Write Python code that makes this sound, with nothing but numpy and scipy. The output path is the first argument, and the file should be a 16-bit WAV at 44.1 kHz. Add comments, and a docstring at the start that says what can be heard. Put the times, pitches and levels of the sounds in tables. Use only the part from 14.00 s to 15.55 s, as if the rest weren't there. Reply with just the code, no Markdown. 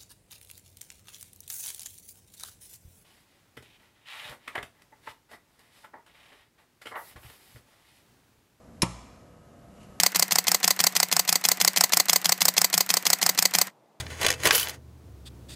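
"""A stack of coins is set on a wooden table and pushed over, close to the microphone.
The stack scrapes and knocks, sounding through the tabletop, which thuds and hoots under it.
Coins clack flat on the wood and slide over each other with a bright, damped jingle.
Two faint scuffs follow. A small room adds short reflections, low rumble and hum."""
import sys
import numpy as np
from scipy import signal
from scipy.fft import rfft, irfft
from scipy.io import wavfile

SR = 44100
rng = np.random.default_rng(int(sys.argv[2]) if len(sys.argv) > 2 else 0)


def persist_wave(psi):
    """Save psi, clipped to +-1, as 16-bit WAV."""
    counts = np.round(np.clip(psi, -1, 1) * 32767).astype(np.int16)
    wavfile.write(sys.argv[1], SR, np.atleast_2d(counts).T)


N = 68355
T = np.arange(N) / SR
WOOD_GRAINS_PER_S = 3500


def stack():
    """The stack drags and knocks; both forces sound through the wooden top."""
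    # Each row: time in s, drag level in dB.
    drag_db = [(0, -44), (.012, -29.5), (.018, -44), (.05, -49), (.1, -48.5), (.107, -37.5), (.16, -45.5),
               (.195, -39.5), (.22, -29.5), (.25, -27), (.275, -32), (.32, -36.5), (.37, -49.5),
               (.415, -39), (.44, -33), (.457, -20.5), (.476, -26), (.502, -30.5), (.518, -32.5),
               (.555, -28), (.58, -46.5), (.66, -36.5), (.70, -39.5), (.72, -44), (.75, -46.5),
               (.79, -74.5)]
    # Each row of both: frequency in Hz, spectral density in dB.
    drag_spectrum = [(100, 6.5), (450, 7.5), (1000, 7), (2000, 5), (4000, 0.5), (9000, 0.5), (16000, -16.5)]
    wood_spectrum = [(30, -16.5), (150, -4.5), (250, -8.5), (400, -4), (800, -3), (1350, -3.5), (1900, 1.5),
                     (3200, -0.5), (5000, -2), (8000, -4.5), (12000, -4), (16000, -9.5)]
    # Each row: frequency in Hz, strength in dB, T60 in s.
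    table_modes = [(398, -24.5, .1), (455, -28.5, 0.054), (509.7, -23, 0.27), (640, -26.5, 0.12),
                   (797, -30, .05), (1095, -24.5, 0.04), (1485, -26.5, 0.034), (1880, -20.5, 0.04),
                   (2040, -25.5, 0.045), (2144, -28.5, 0.049), (2624, -28, 0.15), (2974, -29, .09),
                   (3245, -29.5, 0.022), (4770, -20.5, 0.1), (6553, -15, 0.012)]
    friction = through(grains(WOOD_GRAINS_PER_S, spread_db=1.5), colour(drag_spectrum))
    drag = friction * envelope(drag_db) * amp(-4.5)
    return through(drag + knocks(), body(wood_spectrum, table_modes))


def knocks():
    """Force of each knock: one contact, then chatter within the stack. Light knocks only graze."""
    # Each row: start in s, relative level in dB, low-pass cutoff in Hz, chatter length in s.
    hits = [(0.1027, -31, 9100, .002), (0.2131, -14.5, 12400, 0.0036), (0.2185, -17.5, 11600, 0.0023),
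            (0.2308, -11.5, 11980, 0.0038), (0.247, -9, 7040, 0.0025), (0.2534, -14.5, 6500, 0.0019),
            (0.2652, -1, 13780, 0.0019), (0.2843, -6.5, 8970, 0.0045), (0.3038, -5, 9890, 0.0023),
            (0.315, -14, 8850, 0.0021), (0.3262, -16, 7870, 0.0014), (0.337, -18.5, 7910, 0.0056),
            (0.401, -26, 9000, 0.0041), (0.4350, -13.5, 9160, 0.0011), (.4550, -4.5, 14000, 0.002),
            (0.459, -8, 8970, 0.0062), (0.4713, -5, 14120, 0.0013), (0.474, -2.5, 14120, 0.0025),
            (0.487, -12.5, 8980, 0.0021),]
    graze = .8  # dB of first contact lost per dB of lighter knock
    force = np.zeros(N)
    for start_s, db, cutoff_hz, length_s in hits:
        burst = chatter(length_s, per_s=6500, contact_db=-1.5 + graze * db)
        add(force, start_s, amp(db + 8.5) * unit(lowpass(burst, cutoff_hz, order=2)))
    return force


def coins(count=4, size_spread=.017):
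    """Rims rub and click together; each coin has its own tuning, damped by its neighbours."""
    # Each row: time in s, sliding level in dB.
    slide_db = [(.42, -48), (.46, -24), (.50, -53), (.53, -24), (.545, -27.5), (.556, -24.5), (.575, -27),
                (.625, -30), (.665, -45.5), (.695, -58), (.72, -62), (.75, -56.5), (.78, -100)]
    # Each row: start in s, relative level in dB.
    clinks = [(0.5491, -2.5), (0.5523, -3.5), (0.5566, -5), (0.5801, -6), (0.5973, -8), (0.6114, -11.5),
              (0.6299, -11), (.6855, -15.5), (.696, -14.5), (0.705, -24)]
    # Each row: frequency in Hz, spectral density in dB.
    metal_spectrum = [(100, -14), (500, -11), (1200, 1), (1800, 2.5), (4800, 3.5), (7000, 2), (9600, -2),
                      (10300, 2.5), (12000, -3.5), (13300, -0.5), (14200, -5.5), (16000, -3)]
    # Each row: frequency in Hz, strength in dB, T60 in s.
    coin_modes = [(2930, -20, .035), (3020, -15, 0.025), (4350, -23, 0.04), (4750, -18, .04),
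                  (10270, -14, .02), (10900, -18, .008), (12800, -16, 0.011), (13800, -15, .018),
                  (13640, -10, .035)]
    sliding = envelope(slide_db) * (T > slide_db[0][0]) / np.sqrt(count)
    out = np.zeros(N)
    for k, tuning in enumerate(1 + size_spread * np.linspace(-1, 1, count)):
        force = grains(5300 / count, spread_db=3) * sliding
        for start_s, db in clinks[k::count]:
            add(force, start_s, amp(db + 7.5) * chatter(.00143, per_s=13000, contact_db=-14.5))
        modes = [(hz * tuning, db, t60_s) for hz, db, t60_s in coin_modes]
        out += through(force, body(metal_spectrum, modes))
    return out


def slaps():
    """Coins land flat on the wood: one contact and a quick flutter make a dry clack."""
    # Each row: start in s, level in dB, low-pass cutoff in Hz.
    landings = [(0.0665, -16, 4860), (0.0682, -16.5, 4900), (0.5086, 12.5, 7700), (0.5094, 7.5, 7060),
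                (0.511, 8.5, 6000), (0.6727, -6, 5400), (.6855, -26, 10000), (.695, -12.5, 10000)]
    # Each row: frequency in Hz, spectral density in dB.
    clack_spectrum = [(150, -17.5), (600, -10), (1250, -5.5), (1800, 1.5), (2400, -1), (3100, -2.5),
                      (5000, -4), (7400, -3.5), (9000, -11), (16000, -19)]
    # Each row: frequency in Hz, strength in dB, T60 in s.
    clack_modes = [(720, -29, .03), (1084, -21, 0.035), (1600, -25, 0.017), (1870, -24.5, .018),
                   (2200, -27, 0.018), (3530, -20, 0.013), (4220, -23, 0.01), (5250, -21.5, 0.022)]
    force = np.zeros(N)
    for start_s, db, cutoff_hz in landings:
        flutter = chatter(.0015, per_s=16000, contact_db=9)
        add(force, start_s, amp(db) * lowpass(flutter, cutoff_hz, order=3))
    return through(force, body(clack_spectrum, clack_modes))


def rims():
    """A rim sings thin and high as it rubs or is left free."""
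    # Each row: start in s, length in s, level in dB.
    sings = [(0.544, 0.022, -25), (0.609, 0.043, -42)]
    gain = sum(amp(db) * stroke(start_s, length_s, edge_s=.015) for start_s, length_s, db in sings)
    return whistle(hz=13160, width_hz=990) * gain


def pings(free_s=.055):
    """A struck coin rings in a close pair of high modes until its neighbours stop it."""
    # Each row: start in s, level in dB.
    strikes = [(.2845, -47), (.3045, -47), (.5971, -30.5)]
    # Each row: frequency in Hz, strength in dB, T60 in s.
    modes = [(13200, 1.5, 0.16), (13600, 0.5, .1)]
    out, t = np.zeros(N), T[:SR // 4]
    ring = sum(amp(db - 60 * t / t60_s) * np.sin(2 * np.pi * hz * t) for hz, db, t60_s in modes)
    damping = np.exp(-(t / free_s) ** 4)
    for start_s, db in strikes:
        add(out, start_s, amp(db) * ring * damping)
    return out


def thuds():
    """The tabletop rattles low as the stack's weight comes down."""
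    # Each row: start in s, level in dB, length in s.
    landings = [(0.217, -33, 0.06), (0.443, -24.5, .038)]
    # Each row: frequency in Hz, spectral density in dB.
    spectrum = [(25, -13.5), (120, -9.5), (230, -9.5), (330, -3), (460, 5.5), (560, -16.5), (660, -3.5),
                (900, -11), (1080, 1), (1350, -20.5), (5000, -39.5)]
    load = sum(amp(db) * np.sqrt(np.sin(np.pi * np.clip((T - start_s) / length_s, 0, 1)))
               for start_s, db, length_s in landings)
    return through(load * grains(WOOD_GRAINS_PER_S, spread_db=4), colour(spectrum))


def hoots(rise_s=.011):
    """Low tabletop resonances swell and die under the falling stack."""
    # Each row: start in s, pitch in Hz, level in dB.
    resonances = [(.303, 506, -38), (.523, 444, -30), (.547, 481.5, -31)]
    out, t = np.zeros(N), T[:SR // 6]
    swell = (t / rise_s) ** 2 * np.exp(2 * (1 - t / rise_s))
    for start_s, hz, db in resonances:
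        add(out, start_s, amp(db) * swell * np.sin(2 * np.pi * hz * t))
    return out


def scuffs():
    """A coin rubs lightly: fine grains with a small squeak."""
    # Each row: start in s, length in s, rub level in dB, squeak level in dB.
    touches = [(-.009, 0.015, -35, -36), (1.252, 0.028, -50.5, -48.5), (1.483, 0.057, -47, -52.5)]
    # Each row: frequency in Hz, spectral density in dB.
    spectrum = [(200, -4), (1200, -11.5), (1900, -4.5), (2300, -9), (2700, -3), (3400, -14.5), (4700, 1.5),
                (5700, -10.5), (8300, -3.5), (10500, -11.5), (16000, -21)]
    rub = through(grains(per_s=5000, spread_db=-1), colour(spectrum))
    squeak = whistle(hz=3570, width_hz=650)
    return sum(stroke(start_s, length_s, edge_s=.013) * (amp(rub_db) * rub + amp(squeak_db) * squeak)
               for start_s, length_s, rub_db, squeak_db in touches)


def room(x, near_db=-9.5, near_t60_s=.03, tail_db=-18):
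    """Adds quick reflections from nearby things and a short, weak tail."""
    # Each row: frequency in Hz, T60 in s.
    tail_t60_s = [(100, 0.11), (500, 0.27), (3000, 0.053), (16000, 0.042)]
    t = T[:SR // 3]
    near = unit(rng.standard_normal(len(t)) * amp(-60 * t / near_t60_s) * (t > .001))
    hz, frame_s, bands = signal.stft(rng.standard_normal(len(t)) * (t > .006), SR, nperseg=256)
    decay = amp(-60 * frame_s / at_hz(tail_t60_s, hz)[:, None])
    tail = unit(signal.istft(bands * decay, SR, nperseg=256)[1])
    return x + amp(near_db) * through(x, near) + amp(tail_db) * through(x, tail)


def background(drone_hz=122.9, drone_db=-55.5):
    """Low room rumble with faint hiss, a sinking hum and a steady drone."""
    # Each row: frequency in Hz, spectral density in dB.
    spectrum = [(20, -19.5), (48, -16.5), (66, -6), (98, 0.5), (125, 0), (160, -8.5), (300, -8.5),
                (500, -16.5), (1000, -23.5), (2000, -32.5), (6000, -35.5), (16000, -40.5)]
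    # Each row: time in s, rumble level in dB.
    rumble_db = [(0, -43.5), (.5, -47), (.8, -54), (1.05, -52), (1.55, -48.5)]
    # Each row: time in s, pitch in Hz, rms level in dB.
    hum_track = [(0, 79.4, -41.5), (.28, 80.9, -45.5), (0.499, 79.2, -55), (.8, 76.5, -52),
                 (1.028, 77.4, -53.5), (1.201, 66.1, -50), (1.55, 66.8, -50.5)]
    rumble = noise(amp(at_hz(spectrum, np.fft.rfftfreq(N, 1 / SR)))) * envelope(rumble_db)
    time_s, hz, db = np.transpose(hum_track)
    cycles = np.cumsum(np.interp(T, time_s, hz)) / SR
    hum = amp(np.interp(T, time_s, db)) * np.sin(2 * np.pi * (cycles + rng.random()))
    drone = amp(drone_db) * np.sin(2 * np.pi * (drone_hz * T + rng.random()))
    return rumble + np.sqrt(2) * (hum + drone)


def chatter(length_s, per_s, contact_db):
    """One contact, then a fading burst of tiny rebounds."""
    t = T[:1024]
    rebounds = np.sign(rng.standard_normal(len(t))) * (rng.random(len(t)) < per_s / SR)
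    force = unit(rebounds * np.exp(-.39 * (t / length_s) ** 2))
    force[0] += amp(contact_db)
    return unit(force)


def grains(per_s, spread_db):
    """Random tiny collisions of uneven size, rms 1."""
    size = amp(spread_db * np.minimum(rng.exponential(1, N), 4))
    return unit(size * rng.choice([-1, 1], N) * (rng.random(N) < per_s / SR)) * np.sqrt(N)


def whistle(hz, width_hz):
    """Friction-driven resonance, rms 1."""
    offset_hz = np.fft.rfftfreq(N, 1 / SR) - hz
    return noise(1 / (1 + (2 * offset_hz / width_hz) ** 2))


def noise(bin_gain):
    """Spectrally shaped noise, rms 1."""
    return unit(irfft(rfft(rng.standard_normal(N)) * bin_gain, N)) * np.sqrt(N)


def body(spectrum, modes):
    """Tap response of an object: a click plus dying modes, coloured together."""
    t = T[:SR // 4]
    tap = sum(amp(db) * unit(amp(-60 * t / t60_s) * np.cos(2 * np.pi * hz * t))
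              for hz, db, t60_s in modes)
    tap[0] += 1
    return unit(through(tap, colour(spectrum)))


def colour(spectrum, size=8192):
    """Minimum-phase impulse response of a spectrum."""
    log_gain = np.log(amp(at_hz(spectrum, abs(np.fft.fftfreq(size, 1 / SR)))))
    response = np.exp(np.conj(signal.hilbert(log_gain)))
    return unit(np.fft.ifft(response).real[:size // 2])


def stroke(start_s, length_s, edge_s):
    """Trapezoid of contact pressure."""
    return np.clip(np.minimum(T - start_s, start_s + length_s + edge_s - T) / edge_s, 0, 1)


def envelope(points):
    """Gain over time from (s, dB) points."""
    return amp(np.interp(T, *np.transpose(points)))


def at_hz(points, hz):
    """Interpolates on a log-frequency axis."""
    point_hz, value = np.transpose(points)
    return np.interp(np.log(hz + 1), np.log(point_hz + 1), value)


def lowpass(x, cutoff_hz, order):
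    """Causal low-pass filter."""
    return signal.lfilter(*signal.butter(order, cutoff_hz, fs=SR), x)


def through(x, response):
    """Convolves, keeping the length."""
    return signal.fftconvolve(x, response)[:len(x)]


def add(mix, start_s, sound):
    """Mixes a sound in place."""
    part = mix[max(round(start_s * SR), 0):][:len(sound)]
    part += sound[:len(part)]


def amp(db):
    """dB to gain."""
    return 10 ** (np.asarray(db) / 20)


def unit(x):
    """Scales to energy 1."""
    return x / np.sqrt(np.sum(x ** 2) + 1e-20)


def scene():
    """Coins and table in a small room, mono."""
    contacts = stack() + thuds() + coins() + rims() + slaps()
    return (room(contacts) + hoots() + pings() + scuffs() + background())[None]


def record(dry):
    """The microphone rounds off the hardest peaks; a low-pass limits the band."""
    ceiling, edge_hz = .72, 15850
    rounded = dry / (1 + (dry / ceiling) ** 4) ** .25
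    band_limit = signal.firwin(511, edge_hz, window=("kaiser", 9), fs=SR)
    return signal.oaconvolve(rounded, band_limit[None], "same")


dry = scene()
out = record(dry)
persist_wave(out)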